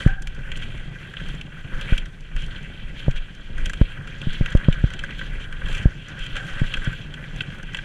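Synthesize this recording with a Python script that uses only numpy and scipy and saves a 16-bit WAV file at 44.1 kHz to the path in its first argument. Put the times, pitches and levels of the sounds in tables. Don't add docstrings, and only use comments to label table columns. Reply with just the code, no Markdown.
import sys
import numpy as np
from scipy import signal
from scipy.fft import rfft, irfft
from scipy.io import wavfile
from scipy.ndimage import uniform_filter1d

SR = 44100
rng = np.random.default_rng(int(sys.argv[2]) if len(sys.argv) > 2 else 0)


def master_out(mix):
    frames = np.transpose(np.atleast_2d(mix))
    ceiling = np.clip(frames, -1, 1)
    pcm = np.round(ceiling * 32767).astype(np.int16)
    wavfile.write(sys.argv[1], SR, pcm)


N = 345744
HZ = np.fft.rfftfreq(2 ** 14, 1 / SR)


def undb(db):
    return 10 ** (np.asarray(db) / 20)


def unit(x):
    return x / np.sqrt(np.mean(x ** 2))


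def curve(points):
    return np.interp(np.arange(N) / SR, *np.transpose(points))


def shape(points):
    hz, db = np.transpose(points)
    return undb(np.interp(np.log(HZ + 1), np.log(hz), db))


def ring(modes):
    power = 0
    for hz, width, db in modes:
        detune = 2 * (HZ - hz) / width
        power = power + undb(2 * db) / (1 + detune ** 2) ** 2
    return power


def through(x, gain):
    cepstrum = irfft(np.log(gain + 1e-7))
    cepstrum[1:len(cepstrum) // 2] *= 2
    cepstrum[len(cepstrum) // 2 + 1:] = 0
    response = irfft(np.exp(rfft(cepstrum)))
    return signal.fftconvolve(x, response / np.sqrt(np.mean(gain ** 2)))[:N]


def walk(rate):
    hold = int(SR / rate)
    steps = np.repeat(rng.standard_normal(N // hold + 1), hold)
    slewed = uniform_filter1d(uniform_filter1d(steps, hold), hold)[:N]
    return slewed / slewed.std()


def grains(rate, spread_db, length_ms):
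    when = rng.random(N) < rate / SR
    size = undb(spread_db * np.minimum(rng.exponential(size=N), 3.5))
    decay = np.exp(-2000 / (length_ms * SR))
    power = signal.lfilter([1], [1, -decay], when * size ** 2)
    return np.sqrt(power)


# (f/Hz, width/Hz, level/dB)
CASE_MODES = [(534, 105, -7), (1571, 290, 2), (1953, 142, -2.5), (2366, 250, -6.5), (2674, 225, -6.5),
              (3185, 420, -3.5), (4100, 1000, -21), (6160, 1400, -24), (7280, 116, -18), (8050, 380, -51),
              (9350, 400, -39)]
# (f/Hz, level/dB)
WALL_LEAK = [(300, -33), (800, -21), (1300, -11), (3000, -9.5), (4000, -22.5), (5000, -26), (9000, -27.5),
             (12000, -38), (15000, -49)]


def case_bands(edges_hz):
    below = [0] + [1 / (1 + (HZ / hz) ** 16) for hz in edges_hz] + [1]
    power = shape(WALL_LEAK) ** 2 + ring(CASE_MODES)
    return [np.sqrt(power * np.maximum(upper - lower, 0)) for lower, upper in zip(below, below[1:])]


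# (t/s, level/dB)
TYRE_LOAD = [(0.0, -33.5), (0.08, -38), (0.18, -53), (0.48, -41.5), (0.65, -39), (0.95, -44.5),
             (1.14, -42.5), (1.29, -38.5), (1.45, -46), (1.64, -43), (1.81, -37), (1.94, -35.5),
             (2.03, -44.5), (2.2, -52), (2.45, -41), (2.77, -45.5), (3.05, -37.5), (3.19, -46.5),
             (3.45, -47), (3.67, -37.5), (4.04, -44.5), (4.43, -37), (4.9, -41.5), (5.13, -40),
             (5.57, -43.5), (5.7, -34.5), (5.82, -34), (5.88, -42.5), (6.05, -45), (6.29, -39.5),
             (6.42, -38.5), (6.83, -37.5), (7.1, -44), (7.44, -39), (7.62, -45.5), (7.84, -41)]
USUAL_LOAD_DB = -42


def tyre_load():
    crunch_db = curve(TYRE_LOAD)
    return crunch_db, crunch_db - USUAL_LOAD_DB


CRUNCH_EDGES_HZ = [1940, 2310, 2940, 4330, 6800, 7540, 10100]
GRIT_DB, GRIT_PER_DB = -64, 1.39


def gravel(crunch_db, load_db):
    shared = unit(grains(rate=150., spread_db=1.0, length_ms=16.0))
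    patch_db = 1.17 * walk(25)
    body, bright = 0, 0
    for gain, top_hz in zip(case_bands(CRUNCH_EDGES_HZ), CRUNCH_EDGES_HZ + [SR]):
        own = unit(grains(rate=60., spread_db=3.0, length_ms=7.7))
        push = .5 + 0.37 * shared + .5 * own
        flicker = undb(patch_db + 2.56 * walk(14))
        weight = np.sqrt(np.mean(gain ** 2))
        part = weight * flicker * through(push * rng.standard_normal(N), gain)
        if top_hz < 5000:
            body = body + part
        else:
            bright = bright + part
    grit_db = GRIT_DB + GRIT_PER_DB * load_db
    return undb(crunch_db) * unit(body) + undb(grit_db) * unit(bright)


# (t/s, level/dB)
WIND_STRENGTH = [(0.0, -28.5), (0.65, -32), (1.1, -41.5), (1.3, -29.5), (1.62, -44), (2.0, -25),
                 (2.14, -40), (2.4, -28), (2.9, -35.5), (3.25, -44.5), (3.67, -29), (4.04, -33),
                 (4.74, -29), (5.1, -36), (5.75, -25.5), (6.05, -38), (6.8, -32), (7.4, -35.5),
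                 (7.84, -36.5)]
# (f/Hz, level/dB)
HEAVE_SPECTRUM = [(8, -15.5), (18, 10.5), (30, 7.5), (60, -7.5), (120, -31.5), (300, -54), (3000, -120)]
# (t/s, level/dB, f/Hz)
GUST_SWINGS = [(1.73, -13, 17), (2.348, -9.5, 24), (3.141, -13, 18), (3.189, -15, 20.6), (3.601, -14, 19),
               (5.331, -18, 27), (5.637, -9, 24), (5.72, -15.5, 22), (6.201, -15.5, 25),
               (6.325, -15.5, 20.6), (6.525, -15, 18.4), (6.771, -14, 21), (7.775, -21, 25)]
# (f/Hz, level/dB)
FLUTTER_SPECTRUM = [(40, -17.5), (80, -4.5), (110, -4), (150, 0.5), (200, -9.5), (260, -15.5), (400, -20),
                    (700, -27.5), (1200, -35), (2500, -55), (10000, -110)]
FLUTTER_DB, FLUTTER_PER_DB = -38.5, 0.55


def wind(load_db):
    slow = unit(through(rng.standard_normal(N), shape(HEAVE_SPECTRUM)))
    heave = slow * undb(curve(WIND_STRENGTH) + 2.9 * walk(7.5))
    t = np.arange(N) / SR
    for s, db, hz in GUST_SWINGS:
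        turns = np.clip((t - s) * hz, 0, 4)
        envelope = np.minimum(turns / 0.36, 1) * np.exp(-turns / 0.72)
        heave -= undb(db) * np.sin(2 * np.pi * turns) * envelope
    puffs = 1.14 + unit(grains(rate=84.0, spread_db=4.5, length_ms=10.4))
    flutter = unit(through(puffs * rng.standard_normal(N), shape(FLUTTER_SPECTRUM)))
    return heave + flutter * undb(FLUTTER_DB + FLUTTER_PER_DB * load_db)


def air(bright_band):
    return undb(-69) * through(rng.standard_normal(N), bright_band)


# (t/s, knock level/dB, knock f/Hz, knock t60/s, rebound level/dB, rebound f/Hz, edge level/dB)
MOUNT_JOLTS = [(0.061, 5.5, 130, 0.034, -3, 28, -10.5), (1.9217, 0.5, 105, 0.022, -1, 21.7, -19),
               (3.0797, -7, 132, 0.07, -6, 20, -8.5), (3.812, 14.5, 108, 0.012, -1, 30.6, -5),
               (4.2689, -7, 147, 0.048, -10, 13.4, -30), (4.4083, -2, 132, 0.039, -5.5, 20, -15.5),
               (4.5492, 9, 104, 0.017, -1, 21, -4.5), (4.6831, 4.5, 143.5, 0.035, -5.5, 20, -4),
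               (4.8384, 1.5, 120, 0.036, -6, 39.4, -17), (5.8544, 3.5, 124, 0.028, 1, 39, -14),
               (6.6153, -2, 132, 0.039, -10, 16, -20), (6.8727, -9.5, 132, 0.062, -13, 23, -32)]


def jolts():
    t, out = np.arange(SR // 4) / SR, np.zeros(N + SR)
    swell = 1 - np.exp(-(t / .0022) ** 2)
    late = np.maximum(t - .003, 0)
    from_stop = t - .0026
    shell = np.cos(2 * np.pi * 550 * from_stop) * undb(-60 * np.abs(from_stop) / 0.021)
    tip = np.exp(-np.abs(from_stop) / 0.00062)
    for s, db, hz, t60, back_db, back_hz, edge_db in MOUNT_JOLTS:
        knock = undb(db) * np.sin(2 * np.pi * hz * (t - .0008)) * undb(-60 * t / t60) * swell
        rebound = -undb(back_db) * np.sin(2 * np.pi * back_hz * late) * np.exp(-late * back_hz / 0.43)
        edge = undb(edge_db) * swell * (tip + 0.29 * shell)
        start = int(s * SR)
        out[start:start + len(t)] += knock + rebound + edge
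    return signal.sosfilt(signal.butter(2, 1300, fs=SR, output="sos"), out[:N])


# (t/s, level/dB, t60/s)
BUZZ_BLOWS = [(0.067, -33, 0.7), (6.36, -37, 1)]
# (f/Hz, width/Hz, level/dB)
LOOSE_PART_MODES = [(775, 98, -12), (1584, 165, -2)]


def buzz():
    t, push = np.arange(N) / SR, 0
    for s, db, t60 in BUZZ_BLOWS:
        onset = (t > s) * np.minimum((t - s) / 0.0031, 1)
        push = push + onset * undb(db - 60 * np.maximum(t - s, 0) / t60)
    chatter = push * undb(1.4 * walk(90)) * rng.standard_normal(N)
    return through(chatter, np.sqrt(ring(LOOSE_PART_MODES)))


# (t/s, low clack level/dB, mid clack level/dB, bright tick level/dB)
LOUD_STONES = [(0.073, -18.5, -37, -45), (0.2198, -34, -39, -35.5), (0.2706, -28, -27.5, -35.5),
               (0.3464, -35, -55, -47), (0.516, -23.5, -22.5, -42), (0.5545, -44, -28.5, -55),
               (0.571, -34, -35, -38.5), (1.1367, -28, -36, -53), (1.1667, -27, -26, -55),
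               (1.284, -50, -39, -41.5), (1.4107, -44, -26.5, -43), (1.8098, -51, -28, -38),
               (1.9772, -31, -19.5, -31), (2.362, -27, -30, -41.5), (2.994, -32, -44, -47),
               (3.1087, -39, -31, -42.5), (3.5765, -28.5, -50, -57), (3.6567, -28, -22.5, -31),
               (3.695, -21.5, -28, -34), (3.732, -20.5, -27, -35.5), (3.812, -27, -26, -58),
               (4.072, -30.5, -32, -44), (4.214, -43, -27, -43), (4.3307, -33, -38, -40.5),
               (4.458, -22, -23, -37.5), (4.523, -28, -35, -42), (4.57, -32.5, -30, -40.5),
               (4.643, -43, -26, -55), (4.725, -28.5, -21, -40), (4.902, -29, -31, -44),
               (4.9344, -28, -31.5, -39), (4.9903, -31, -23.5, -39), (5.0357, -19, -38, -40),
               (5.043, -29, -40, -50), (5.106, -32, -28, -50), (5.1898, -30, -25, -46),
               (5.2105, -19.5, -45, -60), (5.524, -25.5, -33.5, -45), (5.6157, -26, -40, -58),
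               (5.6302, -31, -48, -57), (5.658, -31, -33, -49), (5.725, -34, -37, -38.5),
               (5.7474, -43, -23.5, -38), (5.778, -36, -35, -41), (6.083, -34.5, -57, -43.5),
               (6.2625, -32, -30, -43), (6.3538, -21, -25, -46), (6.3644, -24, -27, -38.5),
               (6.5938, -23.5, -30, -44), (6.7377, -17.5, -15, -34.5), (6.7685, -23, -30.5, -43),
               (6.844, -35, -40, -38), (6.8655, -25, -34, -62), (6.9268, -27.5, -50, -46),
               (7.138, -31.5, -27.5, -43.5), (7.36, -49, -45, -43), (7.405, -22, -16, -42),
               (7.628, -34.5, -37, -43.5), (7.7448, -18, -20.5, -38.5), (7.7685, -24, -25.5, -40),
               (7.786, -22, -29, -56)]
SMALL_STONE_LEVELS = [-40.5, -44, -53]
SMALL_STONES_PER_S = 5
SMALL_PER_DB, SMALL_SCATTER_DB = 0.57, 6.5
STRIKE_RISE_S, STRIKE_FADE_S = [.003, 0.0022, 0.0019], [0.0047, 0.0046, 0.0043]


def strikes(load_db):
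    t, push = np.arange(2000) / SR, np.zeros((3, N + SR))
    burst = np.minimum(t / np.c_[STRIKE_RISE_S], 1) * np.exp(-t / np.c_[STRIKE_FADE_S])
    when = np.flatnonzero(rng.random(N) < SMALL_STONES_PER_S * undb(load_db) / SR)
    scatter = np.clip(rng.standard_normal(size=(N // 1000, 3)), -2, 1.5)[:len(when)]
    small_db = SMALL_STONE_LEVELS + SMALL_PER_DB * load_db[when, None] + SMALL_SCATTER_DB * scatter
    for s, *parts_db in LOUD_STONES + list(np.c_[when / SR, small_db]):
        start = int(s * SR)
        push[:, start:start + len(t)] += undb(parts_db)[:, None] * burst
    return push[:, :N]


# (t/s, length/ms, level/dB)
TYRE_SKIDS = [(.61, 41, -39), (1.195, 45, -47), (1.455, 18, -46), (2.36, 108, -39), (3.151, 40, -36.5),
              (5.385, 83, -39.5), (6.188, 92, -39.5), (6.358, 39, -40.5)]
SKID_LOW_DB, SKID_BRIGHT_DB = -9, -19


def skids():
    push = np.zeros((3, N))
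    rough = undb(1.5 * walk(70))
    for s, ms, db in TYRE_SKIDS:
        at = slice(int(s * SR), int((s + ms / 1000) * SR))
        rounded = signal.windows.tukey(at.stop - at.start, .6)
        levels = undb([[db + SKID_LOW_DB], [db], [db + SKID_BRIGHT_DB]])
        push[:, at] += levels * rounded * rough[at]
    return push


def stones(bands, load_db):
    out = 0
    for push, gain in zip(strikes(load_db) + skids(), bands):
        out = out + through(push * rng.standard_normal(N), gain ** 1.3)
    return out


def scene():
    crunch_db, load_db = tyre_load()
    bands = case_bands([2280, 4380])
    tyres = gravel(crunch_db, load_db) + stones(bands, load_db)
    mix = tyres + wind(load_db) + air(bands[-1]) + jolts() + buzz()
    return mix[None]


def record(dry):
    lowpass = signal.ellip(10, .2, 80, 15200, fs=SR, output="sos")
    return signal.sosfilt(lowpass, np.clip(dry, -1, 1))


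dry = scene()
out = record(dry)
master_out(out)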